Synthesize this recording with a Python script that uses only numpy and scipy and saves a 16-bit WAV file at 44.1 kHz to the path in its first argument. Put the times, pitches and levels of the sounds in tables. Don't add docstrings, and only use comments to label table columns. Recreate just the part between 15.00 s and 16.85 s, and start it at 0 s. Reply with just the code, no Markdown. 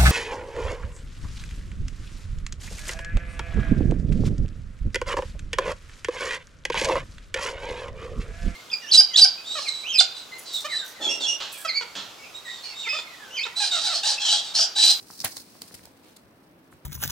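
import sys
import numpy as np
from scipy import signal
from scipy.fft import rfft, irfft, next_fast_len
from scipy.io import wavfile
from scipy.ndimage import uniform_filter1d

SR = 44100
rng = np.random.default_rng(int(sys.argv[2]) if len(sys.argv) > 2 else 0)


def waveform_to_disk(signal):
    frames = np.transpose(np.atleast_2d(signal))
    scaled = np.clip(frames, -1, 1) * 32767
    samples = np.round(scaled).astype(np.int16)
    wavfile.write(sys.argv[1], SR, samples)


N = 81585
T = np.arange(N) / SR
SLIPS_PER_S, SLIP_SPREAD_DB = 22000, 2.5
SNAP_ATTACK_S, EDGE_T60_S = 0.00018, 0.008

# start in seconds, level in dB, length in seconds, ring pitch in Hz,
# ring width in Hz, ring level in dB re the flick, pan in dB left minus right.
EDGE_FLICKS = [(0.108, -48, 0.0038, 4970, 1600, 3.5, -7), (0.1897, -46, 0.0041, 4800, 2000, 6.5, 5),
               (.202, -37, .0018, 5180, 2380, 10.5, -4), (0.203, -43.5, 0.019, 4900, 2560, 7, -0.5),
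               (0.318, -55, 0.009, 5000, 2200, 12, -5), (0.3675, -34.5, 0.00095, 4800, 1990, 3, -5.5),
               (0.3684, -34, 0.0026, 4230, 1000, -3.5, 3), (0.374, -46.5, 0.0058, 4240, 2000, 8, 0),
               (0.397, -57.5, 0.0085, 4200, 1600, 9, -10), (0.6173, -33.5, 0.0038, 4520, 1200, -1.5, -1),
               (.672, -50, .016, 4740, 1400, -5.5, 0), (0.74, -42.5, 0.0048, 4770, 1800, -3.5, 5.5),
               (0.7446, -41, 0.009, 4900, 2400, -5.5, -1), (0.8539, -42.5, .0024, 5070, 1400, -5, -5),
               (1.033, -60, 0.0025, 4000, 2000, -1, 0), (1.161, -49.5, 0.011, 4000, 3000, -2, 1),
               (1.707, -65.5, 0.034, 8900, 2200, -5, -14)]


def from_db(db):
    return 10 ** (np.asarray(db) / 20)


def rms_one(x):
    return x / np.sqrt(np.mean(x ** 2) + 1e-20)


def at_level(burst, shape, db):
    return rms_one(burst) * np.sqrt(np.mean(shape ** 2)) * from_db(db)


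def envelope(start_s, attack_s, hold_s, t60_s):
    rise = np.clip((T - start_s) / attack_s, 0, 1)
    return rise * from_db(-60 * np.clip((T - start_s - hold_s) / t60_s, 0, 4))


def coloured(x, points):
    size = 2 * next_fast_len(N)
    hz, db = np.transpose(points)
    bins_hz = np.maximum(np.arange(size // 2 + 1) * SR / size, 1)
    gain = from_db(np.interp(np.log(bins_hz), np.log(hz), db))
    gain /= np.sqrt(1 + (hz[0] / 2 / bins_hz) ** 2)
    cepstrum = irfft(np.log(gain))[:size // 2]
    cepstrum[1:] *= 2
    return irfft(rfft(x, size) * np.exp(rfft(cepstrum, size)))[..., :N]


def resonance(x, hz, width_hz):
    r = np.exp(-np.pi * width_hz / SR)
    feedback = [1, -2 * r * np.cos(2 * np.pi * hz / SR), r * r]
    return signal.lfilter(np.array([1, 0, -1]) * (1 - r * r) / 2, feedback, x + 1e-18)


def double_resonance(x, hz, width_hz):
    return resonance(resonance(x, hz, width_hz), hz, width_hz)


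def ring(start_s, hz, t60_s):
    return envelope(start_s, SNAP_ATTACK_S, 0, t60_s) * np.sin(2 * np.pi * hz * (T - start_s))


def stereo(pair, side_db):
    mid, side = pair[0], pair[1] * from_db(side_db)
    return np.array([mid + side, mid - side])


def diffuse(colour, side_colour):
    mid, side = coloured(rng.standard_normal((2, N)), colour)
    return rms_one(stereo([mid, coloured(side, side_colour)], 0))


def crackle(per_s, spread_db):
    sizes = from_db(spread_db * np.minimum(rng.exponential(1, (2, N)), 4))
    signs = rng.choice([-1, 1], (2, N))
    slipping = rng.random((2, N)) < per_s / SR
    return rms_one(stereo(sizes * signs * slipping, side_db=-0.5))


def knock(shape, hz, width_hz, db):
    push = stereo(rng.standard_normal((2, N)), side_db=-8) * shape
    return at_level(double_resonance(push, hz, width_hz), shape, db)


def hum():
    # frequency in Hz, relative level in dB (side_colour: side re mid).
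    colour = [(25, -36.5), (45, -20.5), (80, -10.5), (130, -8), (190, -4.5), (235, -7.5), (310, -4),
              (380, -9.5), (500, -11), (700, -14), (1000, -17), (2000, -23.5), (4000, -32.5), (5500, -55),
              (7800, -62), (10000, -41), (15500, -35)]
    side_colour = [(60, -3), (130, -11), (290, -14), (640, -3.5), (1410, -0.5), (3100, 1), (6820, 5.5),
                   (15000, 0)]
    drone = rms_one(resonance(rng.standard_normal(N), hz=274, width_hz=42))
    return from_db(-56.5) * diffuse(colour, side_colour) + from_db(-66) * drone


def room(x):
    # frequency in Hz, relative gain in dB.
    colour = [(100, -19.5), (1000, -1.5), (2500, -4.5), (5000, -9), (9000, -5), (15500, -12)]
    tail = rng.standard_normal((2, N)) * envelope(start_s=0.0054, attack_s=0.0054, hold_s=0, t60_s=0.26)
    tail = coloured(rms_one(tail) / np.sqrt(N), colour)
    return from_db(-8.5) * signal.fftconvolve(x, tail, axes=1)[:, :N]


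def bumps():
    # start in seconds, level in dB.
    thuds = [(0, -60), (.19, -57), (.3, -66), (.355, -59.5), (.5, -63), (0.726, -55.5), (.795, -61),
             (0.853, -58), (1.233, -59), (1.726, -56)]
    out = 0
    for start_s, db in thuds:
        shape = envelope(start_s, attack_s=0.0057, hold_s=0.02, t60_s=0.12)
        out += knock(shape, hz=87, width_hz=75, db=db)
    return out


def taps():
    # start in seconds, pulse peak in dB, pitch in Hz, pile ring in dB re that peak.
    contacts = [(0.1026, -33, 935, -5.5), (0.1065, -44.5, 1100, -18), (.2408, -31, 710, -12),
                (0.2444, -23, 717, -12), (.2555, -28.5, 1920, -29.5), (0.2637, -27, 1450, -15),
                (0.3662, -41, 990, -17), (.3715, -43.5, 565, -10), (0.553, -43, 737, -1.5),
                (0.6183, -40.5, 1410, -18), (0.619, -46.5, 422, -11), (0.71, -43, 1420, -10),
                (0.7132, -44, 470, 0), (.7395, -42.5, 350, -2), (0.793, -42, 2120, -3),
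                (0.852, -45, 640, -13), (.8730, -43.5, 630, -4), (.911, -50, 500, 5),
                (1.7231, -47.5, 895, -5), (1.7271, -39.5, 1260, -24)]
    soften = signal.butter(4, 2250, fs=SR, output="sos")
    out = 0
    for start_s, db, hz, pile_db in contacts:
        push = signal.unit_impulse(N, int(start_s * SR))
        pulse = signal.sosfilt(soften, double_resonance(push, hz, width_hz=hz) + 1e-18)
        pile = from_db(pile_db) * ring(start_s, hz=230, t60_s=0.018)
        out += from_db(db) * (pile - pulse / np.abs(pulse).max())
    return out


def slides():
    # time in seconds, relative level in dB.
    slide_curve = [(0, -45), (.05, -52.5), (.1, -50), (.125, -44.5), (.175, -46), (.23, -45.5), (.275, -38),
                   (.33, -45), (.35, -42.5), (.405, -43), (.435, -53), (.54, -54), (.6, -52), (.685, -51.5),
                   (.72, -52), (.87, -56.5), (.93, -65), (1.11, -60.5), (1.23, -68)]
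    drag_curve = [(.66, -59), (.76, -58.5), (.87, -57.5), (.93, -67), (1.01, -62.5), (1.08, -55.5),
                  (1.14, -62), (1.22, -70), (1.35, -86), (1.68, -90), (1.74, -62), (1.82, -82)]
    # frequency in Hz, relative gain in dB.
    slide_colour = [(800, -17), (1600, -23), (2300, -36), (2750, -21), (3350, -24), (4100, -3),
                    (4800, -1.5), (5700, -3), (6900, -9.5), (8700, -5), (10800, -9.5), (14500, -12.5),
                    (15500, -5.5)]
    drag_colour = [(150, 4.5), (400, 7), (900, -2.5), (1600, -3), (2600, 0.5), (3300, -1.5), (4100, 1.5),
                   (5000, -9), (9000, -7.5), (15500, -14)]
    flutter_hz, trim_db = 58, -1
    flutter_db = 2 * rms_one(uniform_filter1d(rng.standard_normal(N), int(SR / flutter_hz / 2)))
    slide = coloured(crackle(per_s=15000, spread_db=5), slide_colour)
    drag = coloured(crackle(per_s=2500, spread_db=2), drag_colour)
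    out = 0
    for rub, curve in (slide, slide_curve), (drag, drag_curve):
        level_db = np.interp(T, *np.transpose(curve)) + trim_db + flutter_db
        out += from_db(level_db) * rms_one(rub)
    return out


def puffs():
    push = sum(from_db(db) * envelope(start_s, SNAP_ATTACK_S, length_s, t60_s=0.016)
               for start_s, db, length_s, *_ in EDGE_FLICKS)
    return knock(push, hz=205, width_hz=205, db=-19)


def flicks():
    # frequency in Hz, relative gain in dB.
    colour = [(150, -26.5), (500, -9.5), (1200, -7.5), (2650, -6.5), (3300, -4.5), (5500, -16),
              (7000, -2.5), (8600, -1), (12000, -4.5), (15500, -9.5)]
    slips = crackle(SLIPS_PER_S, SLIP_SPREAD_DB)
    rasp = coloured(slips, colour)
    high_pass = signal.butter(8, 3480, "high", fs=SR, output="sos")
    drive = signal.sosfilt(high_pass, slips[:, ::-1])
    out = 0
    for start_s, db, length_s, hz, width_hz, ring_db, pan_db in EDGE_FLICKS:
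        shape = envelope(start_s, 0.41 * length_s, length_s, EDGE_T60_S)
        edge = double_resonance(drive * shape, hz, width_hz)
        flick = at_level(rasp * shape, shape, db) + at_level(edge, shape, db + ring_db)
        out += flick * from_db([[pan_db / 2], [-pan_db / 2]])
    return out


def slap():
    # frequency in Hz, relative gain in dB (rattle_side: side re mid).
    crack_colour = [(500, 4.5), (2300, -27.5), (3500, 1), (5000, -8.5), (7000, 1.5), (9000, 6),
                    (10700, 9.5), (13000, 5.5), (15500, 6.5)]
    rattle_colour = [(100, 5), (170, -5), (250, -4), (400, -2), (550, -0.5), (750, 2.5), (1000, -1.5),
                     (1300, -3), (1800, 3), (2900, 0), (3600, 1.5), (4300, 1.5), (5000, -3), (6500, -3),
                     (10000, -9), (15500, -11)]
    rattle_side = [(200, -8), (700, -14), (1500, -1.5), (3000, -1), (9000, 5.5)]
    # frequency in Hz, level in dB, T60 in seconds.
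    slap_tones = [(101.5, -32, 0.086), (250, -36, 0.068), (765, -41.5, 0.11), (852, -46, 0.093),
                  (1367, -44.5, 0.12), (1720, -49, .1), (1820, -59, .09), (2800, -43, .06)]
    touch_s, crack_s, rise_s = 0.2408, 0.2443, 0.0023
    rattle = diffuse(rattle_colour, rattle_side)
    touch = from_db(-32) * envelope(touch_s, attack_s=0.0009, hold_s=crack_s - touch_s, t60_s=EDGE_T60_S)
    shudder = from_db(-27) * envelope(crack_s, rise_s, hold_s=0.013, t60_s=0.085)
    shape = envelope(crack_s, rise_s, hold_s=0.0025, t60_s=0.022)
    slips = crackle(SLIPS_PER_S, SLIP_SPREAD_DB) * shape
    crack = at_level(coloured(slips, crack_colour), shape, db=-14.5)
    tones = sum(from_db(db) * ring(crack_s, hz, t60_s) for hz, db, t60_s in slap_tones)
    return rattle * (touch + shudder) + crack - tones


def scene():
    low_cut = signal.butter(2, 112, "high", fs=SR, output="sos")
    paper = signal.sosfilt(low_cut, slides() + slap() + taps())
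    edges = flicks() + puffs()
    return paper + edges + room(paper + from_db(3.5) * edges) + bumps() + hum()


def record(dry):
    return signal.sosfilt(signal.ellip(12, .1, 80, 15800, fs=SR, output="sos"), dry)


dry = scene()
out = record(dry)
waveform_to_disk(out)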